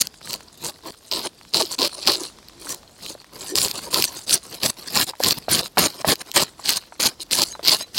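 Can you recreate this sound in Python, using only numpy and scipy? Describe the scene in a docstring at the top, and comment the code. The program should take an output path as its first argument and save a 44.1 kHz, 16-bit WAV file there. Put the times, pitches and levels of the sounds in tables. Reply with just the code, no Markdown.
"""Outdoors, a thick wooden board: a plastic scaler with nail teeth strokes a whole fish, close to the
microphone. Teeth rasp (filtered grains), rows of scales rattle (near-even flicks), single scales snap (noisy
impulses). Fish and board thud (damped resonances); nails ring (decaying sines); something metal is rubbed and
squeaks (narrow-band noise). Quiet open air (banded noise) lies behind; the loudest snaps clip."""
import sys
import numpy as np
from scipy import signal
from scipy.io import wavfile
from scipy.ndimage import uniform_filter1d

SR = 44100
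rng = np.random.default_rng(int(sys.argv[2]) if len(sys.argv) > 2 else 0)


def wav_record(signal):
    """Record a signal, one row per channel, as 16-bit PCM in the file named by sys.argv[1]."""
    frames = np.transpose(np.atleast_2d(signal))
    bounded = np.clip(frames, -1, 1)
    # unit amplitude maps onto the largest positive 16-bit level
    quanta = np.round(bounded * 32767).astype(np.int16)
    wavfile.write(sys.argv[1], SR, quanta)


N = 351918

# Firm strokes: (start [s], rise [s], pull [s], top force [dB], sag over the pull [dB],
# treble re force [dB], board load re force [dB])
FIRM_STROKES = [(0.0, 0.013, 0.011, -14.5, 11, 0.5, -16), (0.215, 0.083, 0.063, -27.5, 7, -2, -8),
                (0.574, 0.1, 0.032, -26, 9.5, -5, -6.5), (1.109, 0.014, 0.15, -22.5, 8, -10.5, -7),
                (1.53, 0.013, 0.086, -17, 7.5, -12, -6.5), (1.782, 0.013, 0.081, -19, -3.5, -9, -6.5),
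                (2.05, 0.025, 0.084, -14.5, 11.5, -10, -9), (2.597, 0.14, 0.063, -34, 29, 5, -5),
                (2.979, 0.1, 0.067, -37.5, 12, -3, -7.5), (3.55, 0.0052, 0.16, -19.5, 11, -1.5, -9),
                (3.905, 0.031, 0.12, -18, 7.5, -2.5, -13), (4.265, 0.048, 0.065, -18.5, 10.5, -3.5, -8.5),
                (4.6, 0.038, 0.064, -19.5, 8.5, -5, -8.5), (4.9, 0.065, 0.079, -18, 14, -1, -3),
                (5.197, 0.047, 0.083, -17, -1.5, -3, -7.5), (5.485, 0.038, 0.088, -16.5, 6.5, -7.5, -7.5),
                (5.772, 0.018, 0.08, -14.5, 9.5, -4.5, -2.5), (6.05, 0.033, 0.053, -16.5, 3, -2.5, -2.5),
                (6.338, 0.025, 0.07, -15.5, 5, -3.5, -1.5), (6.64, 0.056, 0.082, -20, 1.5, -3.5, -9),
                (6.995, 0.0039, 0.078, -21.5, -3.5, -3.5, -6), (7.307, 0.011, 0.12, -23, -4, -2.5, -12),
                (7.629, 0.055, 0.065, -13.5, 6, -10, -15), (7.932, 0.027, .03, -24, -2, -8.5, -16.5)]
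# Light drags and handling between strokes: (start [s], length [s], mid-way force [dB],
# change start to end [dB], load re force [dB])
LIGHT_DRAGS = [(0.012, 0.066, -44.5, 3, -3), (0.826, 0.082, -46.5, 19.5, 9.5),
               (1.612, 0.14, -33.5, 5.5, -7.5), (1.914, .145, -43.5, 11, -2),
               (2.156, 0.15, -34.5, -20.5, -7.5), (3.327, 0.23, -38.5, 8.5, -3.5),
               (3.717, 0.19, -41, -6, -3), (4.043, 0.21, -39.5, 0, -8), (4.43, 0.16, -42.5, 8, -5.5),
               (4.769, 0.19, -42.5, -8, -8), (5.066, 0.048, -31, 0.5, -6.5), (5.351, 0.036, -38, 31, -7.5),
               (5.627, 0.056, -37, -11, -13), (5.872, 0.15, -42.5, -1, -2), (6.174, 0.047, -45, 18, -4),
               (6.249, 0.083, -44.5, 16, -1), (6.432, 0.06, -47, -5, 5), (6.58, 0.1, -43.5, 16, -7),
               (6.779, 0.087, -53.5, -3, -7), (7.084, 0.02, -35, -20, -5), (7.197, 0.037, -35, 12, -24),
               (7.445, 0.16, -47, -26, -11), (7.753, 0.089, -32, -14, -11.5)]
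# Colour along the fish: (time [s], deep thud re load [dB], topmost treble gain [dB],
# tooth chatter re board [dB], rattle re force [dB])
FISH_COLOUR = [(0, -2, -9, -1.5, -10), (1.1, -12, -1, -16.5, -3.5), (2.2, -17.5, -13, -8, -3.5),
               (3, -7, -4, -6.5, -8), (4.6, -5.5, -2, -1.5, -3.5), (5.6, -5, 0, -1, -5),
               (6.6, -12.5, -5.5, -3, -1.5), (7.98, -4.5, -2.5, 3.5, -3)]
# Loud single scales snapping off: (time [s], peak of the scale ring [dB])
SCALE_SNAPS = [(.019, -4.5), (0.0708, -14.5), (.307, -17), (0.3317, -13), (0.3397, -13.5), (1.114, -8.5),
               (1.118, -11), (1.125, -8), (1.1357, -6.5), (1.5375, -7.5), (1.5445, -1), (1.5507, -10),
               (1.5704, -6), (1.789, -8), (1.818, -3), (2.066, -13), (2.0733, -1), (2.0793, -2),
               (2.0835, -2), (2.485, -28.5), (2.6945, -26), (3.063, -18.5), (3.5556, -4), (3.5854, -2.5),
               (3.6166, -6), (3.6487, -6.5), (3.683, -14.5), (3.713, -11), (3.944, -1.5), (4.0238, 1),
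               (4.041, -3), (4.295, -7), (4.328, -4), (4.6335, -5.5), (4.9736, -4), (5.0264, -14),
               (5.2368, -2), (5.246, -4), (5.3088, -1.5), (5.593, -5.5), (5.782, -4), (5.8603, -7),
               (6.156, -20.5), (6.3156, -14.5), (6.428, -18), (6.692, -2.5), (6.771, -10), (7.311, -10.5),
               (7.333, -3), (7.4189, -4), (7.6752, -2.5), (7.694, 0)]
# Scaler or fish lands: (time [s], peak [dB], pitch [Hz])
LANDINGS = [(1.928, -29.5, 1020), (2.67, -25, 1440), (3.104, -28.5, 394), (3.151, -27.5, 553),
            (3.445, -30, 905), (5.135, -27, 930), (5.203, -11, 625), (5.483, -12, 620), (5.772, -9, 770),
            (6.002, -28, 668), (6.046, -7.5, 626), (6.594, -29, 940), (6.923, -26.5, 910),
            (7.552, -24.5, 900), (7.594, -23, 645), (7.809, -25, 676)]
# Fish slides on the wood: (start [s], length [s], level [dB])
FISH_SLIDES = [(1.571, 0.077, -32.5), (2.121, 0.15, -41), (2.548, 0.21, -49.5), (3.339, 0.1, -41.5),
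               (3.486, 0.086, -34)]
# Something metal is rubbed: (start [s], length [s], level [dB])
METAL_RUBS = [(2.689, 0.046, -32), (3.47, 0.07, -37), (4.063, 0.036, -34.5)]
# Nail left ringing: (time [s], level [dB], pitch re the nail modes [ratio])
NAIL_RINGS = [(1.234, -30, .95), (7.51, -26, 1), (7.805, -24, 1)]
# Scale resonances: (centre [Hz], width [Hz], gain [dB])
SCALE_MODES = [(2730, 1040, -4.5), (4173, 560, 3.5), (5095, 1040, -1)]
# Treble resonances of the scales: (centre [Hz], width [Hz], gain [dB])
TREBLE_MODES = [(6160, 4500, -5), (9830, 3300, -7), (12800, 7100, -8)]
# Board resonances: (centre [Hz], width [Hz], gain [dB])
BOARD_MODES = [(334, 144, -0.5), (622, 213, -2.45), (1036, 257, -2.1)]
# Nail modes: (pitch [Hz], level [dB], 60 dB decay [s], onset delay [s])
NAIL_MODES = [(4000, 2.5, 0.069, 0.02), (6490, 4, 0.066, 0.0007)]
# Metallic sheen modes: (centre [Hz], level [dB])
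SHEEN_MODES = [(1800, -1.5), (4580, -11.5), (5850, 4), (7260, 3), (8850, -6)]
# Open-air spectrum: (frequency [Hz], relative density [dB per Hz])
AIR_SPECTRUM = [(30, 1), (350, -3), (1000, -11), (2500, -20), (4500, -12), (16000, -32.5)]

BITE_DB = 20.5  # a stroke touches down this far below its top
TRAIL_S, TRAIL_DB, TRAIL_DB_PER_S = 0.0078, -20.5, 397  # teeth leave the skin: quick drop plus fade
DRAG_ARCH_DB, DRAG_TREBLE_DB = 6, -3  # mid-way swell; treble re force
REST_DB, REST_LOAD_DB = -58.5, -5.5  # fish shifting under the resting hand; load re force
RASP_YIELD = 0.6  # share of the rasp that gives way to the rattle in a firm stroke
RATTLE_PER_S, RATTLE_JITTER, RATTLE_SPREAD_DB = 270, 0.3, 4
FLICK_HZ, FLICK_WIDTH_HZ = 4290, 2030  # a scale flicked free
SNAP_TREBLE_DB = 3.5  # re the treble of the stroke
SHEEN_WIDTH_HZ, AIR_DB, TOP_HZ = 53, -52.5, 16000


def undb(db):
    """Decibels to gain."""
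    return 10 ** (np.asarray(db) / 20)


def unit(x):
    """Scale to rms 1."""
    return x / np.sqrt(np.mean(x ** 2))


def curve(rows, column):
    """Table column joined by straight lines in time."""
    rows = np.array(rows)
    return np.interp(np.arange(N) / SR, rows[:, 0], rows[:, column])


def band(x, hz, width_hz):
    """Two-pole resonance, gain 1 at the centre."""
    b, a = signal.iirpeak(hz, hz / width_hz, fs=SR)
    return signal.lfilter(b, a, x)


def body(x, modes):
    """Resonances summed, neighbours in opposite phase."""
    return sum((-1) ** k * undb(db) * band(x, hz, width_hz)
               for k, (hz, width_hz, db) in enumerate(modes))


def walk(rate_hz):
    """Random levels held 1 / rate, slewed over one hold; spread just under 1."""
    hold = int(SR / rate_hz)
    levels = np.repeat(rng.standard_normal(N // hold + 1), hold)
    return uniform_filter1d(levels, hold)[:N]


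def grains(per_s, spread_db, smear_s):
    """Random rounded noise bursts, rms 1; sizes exponential in dB, capped so that no single click stands out."""
    hit, size = rng.random((N, 2)).T
    size_db = spread_db * np.minimum(-np.log(1 - size), 3.5)
    clicks = (hit < per_s / SR) * undb(size_db)
    envelope = np.convolve(clicks, np.hanning(int(smear_s * SR)))[:N]
    return unit(envelope * rng.standard_normal(N))


def add(out, start_s, sound):
    """Mix a short sound in at a time."""
    i = int(start_s * SR)
    out[i:i + len(sound)] += sound[:N - i]


def scrape():
    """Teeth catch scale after scale; the same catches shake fish and board."""
    force, treble_force, load_force = contact_force()
    treble_gain, load_gain = treble_force / force, load_force / force
    # only a firm stroke lifts scales in rows
    firm = np.interp(20 * np.log10(force), [-40, -22], [0, 1])
    uneven_db = 4.0 - 1.7 * firm  # a light drag skips, a firm stroke holds
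    pressure = force * undb(uneven_db * walk(45) + 2.2 * walk(90))
    catches = grains(700, 3.9, 0.001) + 0.41 * rng.standard_normal(N)

    contact = (1 - RASP_YIELD * firm) * rasp(catches)
    contact = contact + treble_gain * treble(catches) + load_gain * board_load(catches)
    contact = unit(patchy(contact, patchy_db=3.0, rate_hz=30, count=36)) * np.std(contact)
    # scale edges tick across the teeth
    edge_ticks = unit(band(grains(160, 3.6, 0.00028), 7200, 6300))
    contact = contact + treble_gain * undb(-8) * edge_ticks
    contact = contact + firm * undb(curve(FISH_COLOUR, 4)) * rattle()
    contact = contact + load_gain * undb(curve(FISH_COLOUR, 1)) * thud()
    # freed scales drop on the wood
    loose = unit(band(grains(25, 4.5, 0.0046), 1200, 1600)) * pressure ** 0.38
    return pressure * contact + undb(-37) * loose


def contact_force():
    """Tooth force as gains for rasp, treble and board load: rest plus strokes and drags."""
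    t = np.arange(int(0.4 * SR)) / SR
    rest_db = REST_DB + np.array([[0], [DRAG_TREBLE_DB], [REST_LOAD_DB]])
    force = np.ones((3, N)) * undb(rest_db)
    touches = []
    for start_s, rise_s, pull_s, db, sag_db, treble_db, load_db in FIRM_STROKES:
        corners_s = np.cumsum([0, rise_s, pull_s, TRAIL_S])
        shape_db = np.interp(t, corners_s, [-BITE_DB, 0, 0, TRAIL_DB])
        shape_db -= sag_db * np.clip((t - rise_s) / pull_s, 0, 1)
        shape_db -= TRAIL_DB_PER_S * np.maximum(t - rise_s - pull_s, 0)
        touches.append((start_s, db + shape_db, treble_db, load_db))
    for start_s, length_s, db, change_db, load_db in LIGHT_DRAGS:
        done = t[t < length_s] / length_s
        shape_db = change_db * (done - 0.5) - DRAG_ARCH_DB * (1 - np.sin(np.pi * done))
        touches.append((start_s, db + shape_db, DRAG_TREBLE_DB, load_db))
    for start_s, db, treble_db, load_db in touches:
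        for row, re_db in zip(force, (0, treble_db, load_db)):
            add(row, start_s, undb(db + re_db))
    return force


def rasp(catches):
    """Catches ring the scale modes; rms 1."""
    return unit(band(body(catches, SCALE_MODES), 4220, 2430))


def treble(catches):
    """Catches plus finer grains ring the treble modes; the top mode varies along the fish."""
    fine = 0.46 * catches + grains(1500, 4.5, 0.0007)
    lower = band(body(fine, TREBLE_MODES[:-1]), 10000, 9800) * undb(4.7 * walk(31))
    finest = 0.41 * catches + 1.17 * grains(1200, 6.4, 0.00046)
    top = band(body(finest, TREBLE_MODES[-1:]), 11000, 5600)
    return (lower + undb(curve(FISH_COLOUR, 2)) * top) / np.std(lower)


def board_load(catches):
    """Flesh averages the catches into a push on the board modes; teeth chatter above."""
    grip = uniform_filter1d(np.abs(catches), int(0.0049 * SR))
    push = (grip + 0.024) * rng.standard_normal(N)
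    board = band(body(push, BOARD_MODES), 440, 1400) * undb(4.3 * walk(29))
    chatter = band(0.52 * catches + grains(700, 2.4, 0.0018), 1990, 2340)
    return unit(board) + undb(curve(FISH_COLOUR, 3)) * unit(chatter)


def thud():
    """Deep thud: uneven noise through two low resonances; rms 1."""
    push = rng.standard_normal(N) * undb(3.2 * walk(25))
    return unit(band(band(push, 184.4, 126), 52, 220))


def patchy(x, patchy_db, rate_hz, count):
    """Scales differ in size: narrow bands come and go as the contact shifts."""
    centres_hz = np.geomspace(250, 17000, count)
    return sum((-1) ** k * undb(patchy_db * walk(rate_hz)) * band(x, hz, 0.11 * hz)
               for k, hz in enumerate(centres_hz))


def rattle():
    """Rows of scales let go one after another: near-even flicks, each a short ring; rms 1."""
    gap, size = rng.standard_normal((N // 40, 2)).T
    at = (np.cumsum(np.exp(RATTLE_JITTER * gap)) * SR / RATTLE_PER_S).astype(int)
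    inside = at < N
    flicks = np.zeros(N)
    flicks[at[inside]] = undb(RATTLE_SPREAD_DB * size)[inside]
    ring = band(body(flicks, SCALE_MODES), FLICK_HZ, FLICK_WIDTH_HZ)
    return unit(ring + undb(-13) * body(flicks, TREBLE_MODES))


def snaps():
    """Sharp flick with a little grit rings the scale; treble follows the stroke it falls in."""
    out, t = np.zeros(N), np.arange(400) / SR
    force, treble_force, _ = contact_force()
    treble_gain = undb(SNAP_TREBLE_DB) * treble_force / force
    grit = rng.standard_normal((len(SCALE_SNAPS), len(t)))
    for (time_s, db), noise in zip(SCALE_SNAPS, grit):
        burst = (t == 0) + 0.46 * noise * np.exp(-t / 0.00036)
        ring = band(body(burst, SCALE_MODES), FLICK_HZ, FLICK_WIDTH_HZ)
        tick = body(burst, TREBLE_MODES)
        bright = treble_gain[int(time_s * SR)]
        snap = ring / np.abs(ring).max() + bright * tick / np.abs(tick).max()
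        add(out, time_s, undb(db) * snap)
    return out


def knocks():
    """Dull, quickly damped blow: one pitch plus the board modes."""
    out, t = np.zeros(N), np.arange(2000) / SR
    push = np.exp(-t / 0.000096) * t * SR
    squash = rng.standard_normal((len(LANDINGS), len(t)))
    for (time_s, db, hz), noise in zip(LANDINGS, squash):
        shove = push + 1.3 * noise * np.exp(-t / 0.005)  # wet scales squash under the blow
        pitched = band(band(shove, hz, 0.34 * hz), hz, 2 * hz)
        blow = pitched + undb(-17.5) * body(shove, BOARD_MODES)
        add(out, time_s, undb(db) * blow / np.abs(blow).max())
    return out


def rubs():
    """Wet fish sliding on the wood hums in the board's lowest mode."""
    hum = unit(band(band(rng.standard_normal(N), 363, 69), 338, 150))
    gain = np.zeros(N)
    for start_s, length_s, db in FISH_SLIDES:
        add(gain, start_s, undb(db) * np.hanning(int(length_s * SR)) ** 0.14)
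    return gain * hum * undb(3 * walk(30))


def rings():
    """Nail modes, rubbed up over a few milliseconds and dying away."""
    out, t = np.zeros(N), np.arange(5000) / SR
    rise = (1 - np.exp(-t / 0.0034)) ** 2
    for time_s, db, pitch in NAIL_RINGS:
        for hz, mode_db, t60_s, late_s in NAIL_MODES:
            decay = undb(db + mode_db - 60 * t / t60_s)
            add(out, time_s + late_s, decay * rise * np.sin(2 * np.pi * pitch * hz * t))
    return out


def squeaks():
    """Thin metallic sheen: rubbing noise in a set of narrow modes."""
    sheen = sum(undb(db) * unit(band(rng.standard_normal(N), hz, SHEEN_WIDTH_HZ))
                for hz, db in SHEEN_MODES)
    gain = np.zeros(N)
    for start_s, length_s, db in METAL_RUBS:
        add(gain, start_s, undb(db) * np.sqrt(np.hanning(int(length_s * SR))))
    return gain * unit(sheen)


def air():
    """Open-air hush in half-octave bands that swell together and flicker alone."""
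    out, swell = 0, walk(6.6)
    spectrum = np.array(AIR_SPECTRUM)
    for hz in 40 * 2 ** np.arange(0, 8.8, 0.5):
        db = np.interp(np.log(hz), np.log(spectrum[:, 0]), spectrum[:, 1])
        db = db + 2.2 * swell + 2.0 * walk(6.4)
        hush = band(band(rng.standard_normal(N), hz, hz / 2), hz, hz / 2)
        out = out + undb(db) * hush
    return undb(AIR_DB) * unit(out)


def scene():
    """All layers summed to one channel."""
    return (scrape() + snaps() + knocks() + rubs() + rings() + squeaks() + air())[None]


def record(dry):
    """Peaks clip at 0.8, then a steep low-pass cuts the top."""
    cut = signal.ellip(10, 0.2, 75, TOP_HZ, fs=SR, output="sos")
    return signal.sosfilt(cut, np.clip(dry, -0.8, 0.8))


dry = scene()
out = record(dry)
wav_record(out)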